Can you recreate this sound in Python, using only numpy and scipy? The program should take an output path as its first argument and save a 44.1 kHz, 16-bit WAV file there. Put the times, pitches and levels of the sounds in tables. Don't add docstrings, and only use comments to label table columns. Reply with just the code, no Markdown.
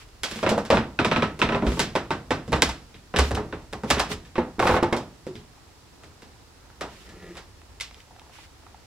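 import sys
import numpy as np
from scipy import signal
from scipy.fft import rfft, irfft
from scipy.io import wavfile

SR = 44100
rng = np.random.default_rng(int(sys.argv[2]) if len(sys.argv) > 2 else 0)


def output_pcm(signal):
    pcm = np.clip(np.atleast_2d(signal).T, -1, 1) * 32767
    wavfile.write(sys.argv[1], SR, np.round(pcm).astype(np.int16))


def attenuation_scalar(level_db):
    decades = np.asarray(level_db, float) / 20
    return 10 ** decades


N = 390705

# [f/Hz, level per Hz/dB]
AIR_SPECTRUM = [(12, -37), (20, -21), (53, -8), (71, -0.5), (195, -15), (332, -11.5), (616, -17.5),
                (863, -15.5), (1510, -20.5), (3140, -24.5), (5070, -23), (14700, -38), (16500, -56)]
# [f/Hz, correlation]
AIR_LIKENESS = [(60, 0.85), (180, 0.54), (550, 0.44), (1650, 0.3), (4970, -0.072), (15000, 0.65)]
KNOCK_LIKENESS = [(60, 0.97), (150, 1), (380, 0.97), (950, 0.87), (2380, 0.43), (5980, 0.59), (15000, 0.53)]
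# [f/Hz, left minus right/dB]
LEAN = [(60, -0.5), (180, -1), (550, -0.5), (1650, -2), (4970, -2), (15000, 0.5)]
# [t/s, level/dB]
RUMBLE = [(0.0, -46.5), (0.96, -50), (2.49, -48), (3.06, -51), (3.28, -45), (6.1, -60.5), (7.33, -48),
          (8.86, -57)]
# [t/s, peak/dB, f/Hz, t60/s]
BOOMS = [(0.448, -34, 97, 0.3), (0.719, -34, 59.2, 0.3), (1, -32, 75, 0.41), (1.229, -46, 51.1, 0.3),
         (1.419, -40, 90.5, 0.26), (1.667, -10, 63, 0.2), (1.953, -41, 103, 0.17), (2.121, -31, 90.4, 0.22),
         (2.319, -40, 88.8, 0.15), (2.522, -19, 69.7, 0.36), (2.661, -23.5, 64.4, 0.27),
         (3.181, -10, 68, 0.37), (3.328, -34, 71.4, 0.3), (3.748, -35, 68, 0.33), (3.907, -28, 66, 0.64),
         (3.998, -29, 59, 0.36), (4.388, -33, 73, 0.17), (4.616, -27, 98.4, 1), (4.7, -19, 56.5, 0.23),
         (4.929, -39, 60, 0.17), (5.285, -60, 93, 0.36)]
# [t/s, peak/dB, from f/Hz, to f/Hz, t60/s]
SAGS = [
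    (1.621, -20, 336, 240, 0.38),
    (5.268, -28, 398.5, 350, 0.3),
]
# [start t/s, length/s, level/dB]
DULL_RUBS = [
    (.26, .17, -49),
    (6.9, 0.18, -53.5),
    (7.05, 0.35, -43),
    (7.19, .12, -46),
    (8.07, 0.074, -62),
]
# [start t/s, length/s, level/dB]
GRITTY_RUBS = [(-.08, 0.11, -45.5), (4.07, 0.054, -26), (3.2, .09, -33), (4.58, .19, -31), (3.85, .05, -34),
               (.25, 0.18, -37.5), (1.63, 0.16, -35.5), (6.86, .21, -46.5), (7.29, 0.083, -52),
               (7.93, 0.091, -53), (8.29, 0.16, -46)]
# [f/Hz, width/Hz, level/dB]
DULL_DRAG = [(185, 16, 3), (346, 53, 1.5), (414, 22, -5), (1230, 29, -12), (1350, 29, -10), (1725, 70, -10),
             (1880, 80, -14)]
# [f/Hz, level per Hz/dB]
GRITTY_DRAG = [(500, -22), (1200, 0), (2500, 3), (4000, 0.5), (7000, -6), (12000, -14), (16000, -20)]
# [t/s, peak/dB]
POPS = [(.4635, -15), (.9893, -12), (1.0462, -13), (1.1135, -13.5), (1.161, -12), (1.2233, -16),
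        (1.4162, -10), (1.4896, -19), (1.521, -19.5), (1.5465, -19.5), (.770, -17)]
# [delay/s, f/Hz, level/dB, t60/s]
POP_VOICE = [
    (0, 1444, -3, 0.015),
    (.0006, 2520, -3.5, 0.015),
    (.0012, 3500, -6, 0.0065),
    (.0071, 925, -4, .02),
    (.021, 228, -9, .13),
    (.0075, 2430, -16, 0.01),
]
# [t/s, peak/dB, f/Hz]
PATS = [(.430, -18, 560), (.490, -12, 600), (.513, -18, 513), (.541, -17, 626), (.578, -12, 620),
        (.702, -6, 520), (.724, -10, 620), (.740, -10, 600), (1.953, -14, 800), (1.960, -14, 950),
        (1.967, -17, 450), (2.106, -17, 800), (2.114, -16, 950), (3.140, -19, 700), (3.188, -15, 1900),
        (3.309, -19, 600), (3.836, -24, 500), (4.380, -12, 420), (4.394, -17, 400), (6.809, -27, 1250),
        (6.810, -28, 450), (2.308, -12, 900), (2.530, -19, 900), (2.536, -16, 1100), (4.592, -18, 980),
        (4.598, -9, 700), (4.627, -12, 990), (4.654, -20, 810), (4.670, -7, 1100), (4.692, -13, 910),
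        (4.709, -14, 910), (4.742, -18, 800), (4.765, -10, 810), (4.828, -14.5, 804), (4.928, -17, 920),
        (5.267, -22, 430), (7.8, -26, 2500), (7.808, -24, 2560), (7.809, -30, 3090), (7.812, -32, 4600),
        (8.076, -49, 750), (8.107, -49, 750), (8.131, -44, 750), (8.160, -45, 750), (8.187, -44, 750),
        (8.216, -44, 750), (8.266, -46, 750), (8.295, -43, 750), (8.354, -51, 750), (8.386, -40, 750),
        (8.635, -48, 750), (8.665, -41, 900), (8.745, -43, 890)]
# [f/Hz, level/dB, t60/s]
LANDING = [(218.5, -3.5, .69), (472, -2, .5), (545, -2, 0.23), (625, -4, .72), (1516, -11.5, .77),
           (1656, -12, 0.11), (3300, -13, 0.27)]
TOP_TREAD = [(225, -3, .5), (403.5, -4.5, .5), (524, -16, .65), (635, -4.5, .68), (810, -14, 0.2),
             (1003, -9, 0.54), (1297, -5, 0.58), (2450, 0.5, 0.021), (3200, -11, 0.12), (4340, -62, .18)]
UPPER_TREAD = [(143, -10, 0.27), (483, 5.5, 0.056), (590, -6, 0.062), (907, 4, 0.18), (1127, -3.5, 0.24),
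               (1532, -5.5, 0.35), (1840, -25, 0.11), (2050, -8, 0.2), (3556, -5.5, 0.066)]
MIDDLE_TREAD = [(218, -7, .5), (423, -2.5, 0.6), (1080, -13, .54), (1250, -31, 0.12), (1523, 4, 0.044),
                (1720, -3, 0.18), (2630, -16, 0.056), (3290, -17, 0.077), (3790, -5.5, 0.059)]
LOWER_TREAD = [(239, 0.5, 0.5), (347, 5, 0.3), (430, -3, .3), (503.4, 0, 0.4), (874, -6.5, 0.32),
               (1108, 4.5, 0.072), (1506, -2, 0.16), (2155, -4.5, 0.22), (2400, -12, 0.25),
               (3200, -9, 0.19)]
BOTTOM_TREAD = [(192, 2, 0.28), (354, 4.3, 0.46), (418, 7.8, 0.52), (517, 4, 0.24)]
BOARD_FROM_S = [0, .9, 1.7, 3.0, 4.3, 5.2]
# [t/s, level/dB, weight/dB, bite/dB]
CREAKS = [(.462, -21.5, 1, 2), (.723, -13, -9, -10.5), (.769, -22, -0.5, 1), (.988, -20.5, 2, 3.5),
          (1.112, -20, -1.5, 3.5), (1.16, -23, 3.5, 4.5), (1.221, -22, 3, 3.5), (1.415, -20, 3, 7.5),
          (1.487, -25, 1, 0.5), (1.521, -25.5, 4, 0.5), (1.546, -22, 1, -4), (1.62, -25.5, 7, -9),
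          (2.534, -27, 6.5, 0), (2.942, -64.5, 25, 26), (3.138, -24, 2.5, -8), (3.367, -23, 2.5, -8.5),
          (3.524, -31.5, 2, -2.5), (3.965, -27.5, 1.5, -2), (4.354, -32.5, -11, 3), (4.379, -21, -2, -9),
          (4.624, -19, -13, -7), (4.652, -21.5, -0.5, -7), (4.69, -17.5, -6, -8), (4.71, -20, -6, -11),
          (4.739, -18.5, -6.5, -9), (4.763, -20.5, -8, -5.5)]
# [t/s, level/dB, weight/dB, bite/dB]
HEELS = [(.427, -21.5, -0.5, -3), (.513, -19.5, -1.5, -17), (.541, -27, -1, -17), (.701, -18, -0.5, 2),
         (.746, -39.5, 20, 15), (1.046, -23.5, 3.5, 5), (1.665, -30, 10.5, 3.5), (1.717, -37.5, 17, 5),
         (1.9515, -21, -2, -1), (2.1045, -23, -0.5, -1), (2.305, -20.5, -0.5, 0), (2.527, -20.5, -1, -0.5),
         (3.160, -26.5, 2, 10.5), (3.907, -38.5, 19.5, -4), (3.982, -40, -8, 15), (4.1, -34.5, 6.5, -17),
         (4.249, -58, -12, 14.5), (4.592, -20, -8, -5), (4.668, -16.5, -33, -3.5), (4.825, -18, -3, -10),
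         (4.924, -18, -3, -9), (5.353, -60.5, 26, 23.5)]
# [t/s, level/dB, weight/dB, bite/dB]
SLAPS = [(.232, -30.5, -8, 11), (.311, -39.5, 5, 9.5), (.357, -44.5, 13, 10), (.49, -30, 8, 8.5),
         (.577, -24, -2, -8.5), (.65, -40, -17, 5), (1.390, -34, 6, 2), (1.645, -33.5, 11, -15),
         (1.769, -35, 8, -13), (1.792, -24, 3.5, 9), (2.477, -45.5, 25, 3), (2.519, -23, -3, -10),
         (2.558, -45, -12, 10), (2.619, -24.5, 1, 8), (2.689, -34, -9, 6.5), (3.186, -20, -0.5, 3),
         (3.307, -28, 7, -6), (3.347, -36, 4.5, 5), (3.726, -31, -1, -6), (3.833, -28, 4.5, -12),
         (3.901, -17.5, -8.5, 3), (3.994, -19.5, -30, -0.5), (4.115, -41, -5, 11.5), (4.582, -42, 16, -20),
         (4.964, -51.5, -4, 21), (5.265, -44.5, 15, 2.5)]
# [t/s, level/dB, weight/dB, bite/dB]
CONCRETE_TOUCHES = [(6.033, -47.5, 3, 2), (6.219, -50, 4, 5.5), (6.808, -25.5, -6, -4),
                    (7.089, -64.5, 22, 21), (7.352, -45.5, -8, 0), (7.368, -41, -15.5, 6),
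                    (7.38, -65, -11, 0), (7.799, -56.5, -14, 25), (7.807, -47.5, -20, 21.5)]
# [t/s, level/dB, weight/dB,
# bite/dB]
SNAPS = [(2.62, -19, -4, 11.5), (2.6255, -25, 4, 11.5), (3.167, -31, -3, 5), (3.192, -25.5, -4, 7),
         (3.351, -40, -9, 11), (2.529, -33, -9, 2), (4.673, -30, -9, 5.5), (3.731, -40, -9, 8),
         (3.314, -38, -9, 6), (4.830, -30, -9, 4), (4.928, -30, -9, 5), (1.960, -32, -9, 6),
         (7.808, -46, -12, 21), (3.907, -21.5, -27, 8.5), (3.999, -22.5, -10, 3), (4.116, -37, 7, 7),
         (4.598, -16.5, -10, -9)]
# [t/s, level/dB, bite/dB]
NEAR_TICKS = [(6.699, -47, -8), (7.614, -52.5, 3), (7.909, -50, 5), (7.943, -77, 37), (8.002, -70, 27),
              (8.106, -49, -18), (8.161, -50, -4), (8.188, -49, -12), (8.215, -49.5, -9), (8.265, -53, -7),
              (8.294, -50, -10), (8.385, -45, -15), (8.664, -43, -11), (8.743, -45, -11), (.087, -69, 19),
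              (.147, -72, 6), (.388, -41, 7), (8.194, -60, 19), (7.926, -70, 18)]
COLOUR_HZ = [220, 800, 2800, 8500]
# [f/Hz, level/dB]
CRACK = [(35, -22), (60, -4), (150, 2), (400, 11), (1000, 15), (2500, 17), (6000, 18), (10000, 16),
         (15000, 5)]
# [f/Hz, level/dB]
TAIL = [(35, -29), (60, -10.5), (150, 1), (300, 6), (1000, 6.5), (2500, 3.5), (6000, 6.5), (10000, -6.5),
        (15000, -14)]
# [f/Hz, t60/s]
QUICK_T60 = [(200, 0.018), (1000, 0.18), (4000, 0.044), (12000, 0.045)]
STAIRWELL_T60 = [(60, 0.9), (160, 0.59), (420, 0.37), (1100, 0.32), (2910, 0.28), (7680, 0.19)]

BURST_S = 0.0025


def at_hz(points, hz):
    table = np.array(points)
    return np.interp(np.log(hz), np.log(table[:, 0]), table[:, 1])


def rms_one(x):
    return x / np.sqrt(np.mean(x ** 2) + 1e-20)


def drift(rate_hz):
    r = np.exp(-80 * np.pi * rate_hz / SR)
    slow = signal.lfilter([1], [1, -2 * r, r * r], rng.standard_normal(N // 40 + 2002))[2000:]
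    return np.interp(np.arange(N) / 40, np.arange(len(slow)), rms_one(slow))


def train(seconds, sizes):
    at = np.clip(np.round(np.ravel(seconds) * SR).astype(int), 0, N - 1)
    return np.bincount(at, np.ravel(sizes), N) + 1e-18


def ring(clicks, hz, t60):
    r, w = attenuation_scalar(-60 / (t60 * SR)), 2 * np.pi * hz / SR
    return signal.lfilter([0, np.sin(w)], [1, -2 * r * np.cos(w), r * r], clicks)


def resonate(x, hz, width_hz):
    r = np.exp(-np.pi * width_hz / SR)
    top = np.array([1, 0, -1]) * (1 - r * r) / 2
    return signal.lfilter(top, [1, -2 * r * np.cos(2 * np.pi * hz / SR), r * r], x)


def bands():
    edges_hz = 22 * 2 ** np.arange(0, 9.8, .5)
    for low, high in zip(edges_hz, edges_hz[1:]):
        yield np.sqrt(low * high), signal.butter(2, [low, high], "band", fs=SR, output="sos")


def pair(mid, side, likeness, hz):
    alike = np.clip(at_hz(likeness, hz), -1, 1)
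    lean = attenuation_scalar(at_hz(LEAN, hz) / 2 * np.array([[1], [-1]]))
    shared = np.sqrt(1 + alike) * mid
    opposed = np.sqrt(1 - alike) * side * [[1], [-1]]
    return lean * (shared + opposed) / np.sqrt(2)


def stereo_noise(spectrum, patchy_db):
    out, together = 0, drift(23)
    white = rng.standard_normal((2, 2, N + 4000))
    for k, (hz, sos) in enumerate(bands()):
        flicker_db = patchy_db * min(1, 900 / hz) * (together + drift(11.0))
        mid, side = signal.sosfilt(sos, white[k % 2])[:, 4000:]
        out = out + attenuation_scalar(at_hz(spectrum, hz) + flicker_db) * pair(mid, side, AIR_LIKENESS, hz)
    return rms_one(out)


def room_air():
    return attenuation_scalar(-52) * stereo_noise(AIR_SPECTRUM, patchy_db=1.04)


def rumble():
    s, level_db = np.transpose(RUMBLE)
    low = resonate(resonate(rng.standard_normal(N + SR), 40.3, 58), 45, 50)[SR:]
    return attenuation_scalar(np.interp(np.arange(N) / SR, s, level_db - 4)) * rms_one(low)


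def booms(swell_s=0.027, partner=0.92):
    out, t = np.zeros(N), np.arange(SR // 2) / SR
    for s, peak_db, hz, t60 in BOOMS:
        shape = (1 - np.exp(-t / swell_s)) * attenuation_scalar(peak_db + 2 - 60 * t / max(t60, .05))
        wave = np.sin(2 * np.pi * hz * t) + 0.39 * np.sin(2 * np.pi * partner * hz * t)
        start = round(s * SR)
        out[start:start + len(t)] += shape * wave
    return out


def sags(slide_s=0.05, swell_s=0.0069):
    out, t = np.zeros(N), np.arange(SR // 2) / SR
    for s, peak_db, from_hz, to_hz, t60 in SAGS:
        hz = to_hz + (from_hz - to_hz) * np.exp(-t / slide_s)
        shape = (1 - np.exp(-t / swell_s)) * attenuation_scalar(peak_db - 60 * t / t60)
        start = round(s * SR)
        out[start:start + len(t)] += shape * np.sin(2 * np.pi * np.cumsum(hz) / SR)
    return out


def rubbing(rubs, attack_s=0.047, release_s=0.04):
    t, out = np.arange(N) / SR, 0
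    for s, length, level_db in rubs:
        swell = (t - s) / attack_s
        let_go = 1 - (t - s - length) / release_s
        out = out + attenuation_scalar(level_db) * np.clip(np.minimum(swell, let_go), 0, 1) ** 2
    return out


def shuffle():
    slips = rng.standard_normal(N) * (rng.random(N) < 4000 / SR)
    dull = rms_one(sum(attenuation_scalar(level_db) * resonate(slips, hz, width) for hz, width, level_db in DULL_DRAG))
    grit = stereo_noise(GRITTY_DRAG, patchy_db=-4.5)
    return attenuation_scalar(-5.5) * rubbing(DULL_RUBS) * dull + attenuation_scalar(-6) * rubbing(GRITTY_RUBS) * grit


def pops_and_pats(pat_cycles=10.3, echo_s=0.00558, echo_db=-2.5, swell_cycles=0.57):
    notes = [(s + delay, peak_db + level_db, hz, t60)
             for s, peak_db in POPS for delay, hz, level_db, t60 in POP_VOICE]
    notes += [(s + echo * echo_s, peak_db + echo * echo_db, hz, pat_cycles / hz)
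              for s, peak_db, hz in PATS for echo in (0, 1)]
    out, t = np.zeros((2, N)), np.arange(SR // 20) / SR
    for (s, peak_db, hz, t60), chance in zip(notes, rng.standard_normal((len(notes), 2))):
        shape = (1 - np.exp(-t * hz / swell_cycles)) * attenuation_scalar(peak_db + 2.5 - 60 * t / t60)
        turn = 2 * np.pi * hz * (1 + .02 * chance[0]) * t
        mid, side = shape * np.sin(turn), shape * np.cos(turn) * np.sign(chance[1])
        start = round(s * SR)
        out[:, start:start + len(t)] += pair(mid, side, KNOCK_LIKENESS, hz)
    return out


def contacts(rows, sheen_db):
    return [(s, level_db, weight_db, bite_db, sheen_db + bite_db) for s, level_db, weight_db, bite_db in rows]


def on_wood():
    return sorted(contacts(CREAKS, -23) + contacts(HEELS, -11.5) + contacts(SLAPS, -1.5))


def colour_db(rows, hz):
    weight, body, bite, sheen = [np.interp(np.log(hz), np.log(COLOUR_HZ), one) for one in np.eye(4)]
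    return rows[:, 1] + rows[:, 2:] @ [weight, bite, sheen]


def boards(ring_db=-5, spread_db=4, damping=0.54, longest_s=.26):
    rows, out = np.array(on_wood()), np.zeros(N)
    board = np.searchsorted(BOARD_FROM_S, rows[:, 0]) - 1
    chance = rng.standard_normal((len(rows), 10))
    flight = [LANDING, TOP_TREAD, UPPER_TREAD, MIDDLE_TREAD, LOWER_TREAD, BOTTOM_TREAD]
    for k, modes in enumerate(flight):
        for m, (hz, level_db, t60) in enumerate(modes):
            blow_db = colour_db(rows, hz) + level_db + ring_db + spread_db * chance[:, m]
            clicks = train(rows[:, 0] + BURST_S, attenuation_scalar(blow_db) * (board == k))
            out += ring(clicks, hz, min(damping * t60, longest_s))
    return out


def click_pattern(wet, close):
    chance = rng.random((len(wet), 3, 10))
    click = np.arange(10)
    echo = click >= 4
    direct_s = 0.000984 + BURST_S * (click + chance[:, 0]) / 4
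    wall_s = .006 + .007 * chance[:, 0] ** 1.4
    swing = chance[:, 1:] - .5
    sizes = np.sign(swing) * (.3 + abs(swing))
    sizes *= np.where(echo, attenuation_scalar(-9) * wet[:, None, None], [[1], [.3]])
    lead_db = np.where(close, 6, 2)
    sizes[:, 0, 0] = attenuation_scalar(lead_db) * .6 * np.sign(sizes[:, 0, 0])
    return np.where(echo, wall_s, direct_s), sizes


def knocks(rise_s=.003, early_db=-7, near_db=-10, room_s=.005):
    far = on_wood() + contacts(CONCRETE_TOUCHES, -4)
    ticks = [(s, level_db, -40, bite_db) for s, level_db, bite_db in NEAR_TICKS]
    rows = np.array(far + contacts(SNAPS, -4.5) + contacts(ticks, -9))
    close = np.arange(len(rows)) >= len(far)
    wet = attenuation_scalar(near_db * close)
    delays, sizes = click_pattern(wet, close)
    build = np.exp(-1 / (rise_s * SR))
    white, out = rng.standard_normal((2, 2, N)), 0
    for k, (hz, sos) in enumerate(bands()):
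        strength = attenuation_scalar(colour_db(rows, hz))
        clicks = [train(rows[:, :1] + delays, strength[:, None] * sizes[:, c]) for c in (0, 1)]
        soften = signal.butter(2, min(1.48 * hz, 16000), fs=SR, output="sos")
        first = signal.sosfilt(np.vstack([sos, soften]), clicks)
        first = first * attenuation_scalar(at_hz(CRACK, hz)) * SR / hz
        blows = train(rows[:, 0] + room_s, (wet * strength) ** 2)
        decays = [(at_hz(STAIRWELL_T60, hz), -9), (at_hz(QUICK_T60, hz), early_db), (.7, -33)]   # (t60/s, dB)
        power = 0
        for t60, level_db in decays:
            power = power + attenuation_scalar(2 * level_db) * signal.lfilter([1], [1, -attenuation_scalar(-120 / (t60 * SR))], blows)
        power = signal.lfilter([1 - build], [1, -build], power)
        tail = rms_one(signal.sosfilt(sos, white[k % 2])) * np.sqrt(power) * attenuation_scalar(at_hz(TAIL, hz))
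        mid, side = first + tail
        out = out + pair(mid, side, KNOCK_LIKENESS, hz)
    return out


def scene():
    air = room_air()
    solid = rumble() + booms() + sags() + boards()
    solid = solid * attenuation_scalar(0) * np.array([[1], [1]]) * attenuation_scalar(np.array([[-.4], [.4]]))
    return air + solid + shuffle() + pops_and_pats() + attenuation_scalar(-9) * knocks()


def top_cut(x):
    return signal.sosfilt(signal.butter(12, 16790, fs=SR, output="sos"), x)


def record(dry, lag=1.8, lag_fades_hz=9000, top=.93):
    hz = np.fft.rfftfreq(N, 1 / SR)
    turn = 2 * np.pi * hz * lag / SR / np.hypot(1, hz / lag_fades_hz)
    late = irfft(rfft(dry[0]) * np.exp(-1j * turn), N)
    both = np.array([late, dry[1]])
    both = both / (1 + (both / top) ** 6) ** (1 / 6)
    both = signal.sosfilt(signal.cheby2(10, 50, 16800, fs=SR, output="sos"), both)
    return top_cut(both)


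dry = scene()
out = record(dry)
output_pcm(out)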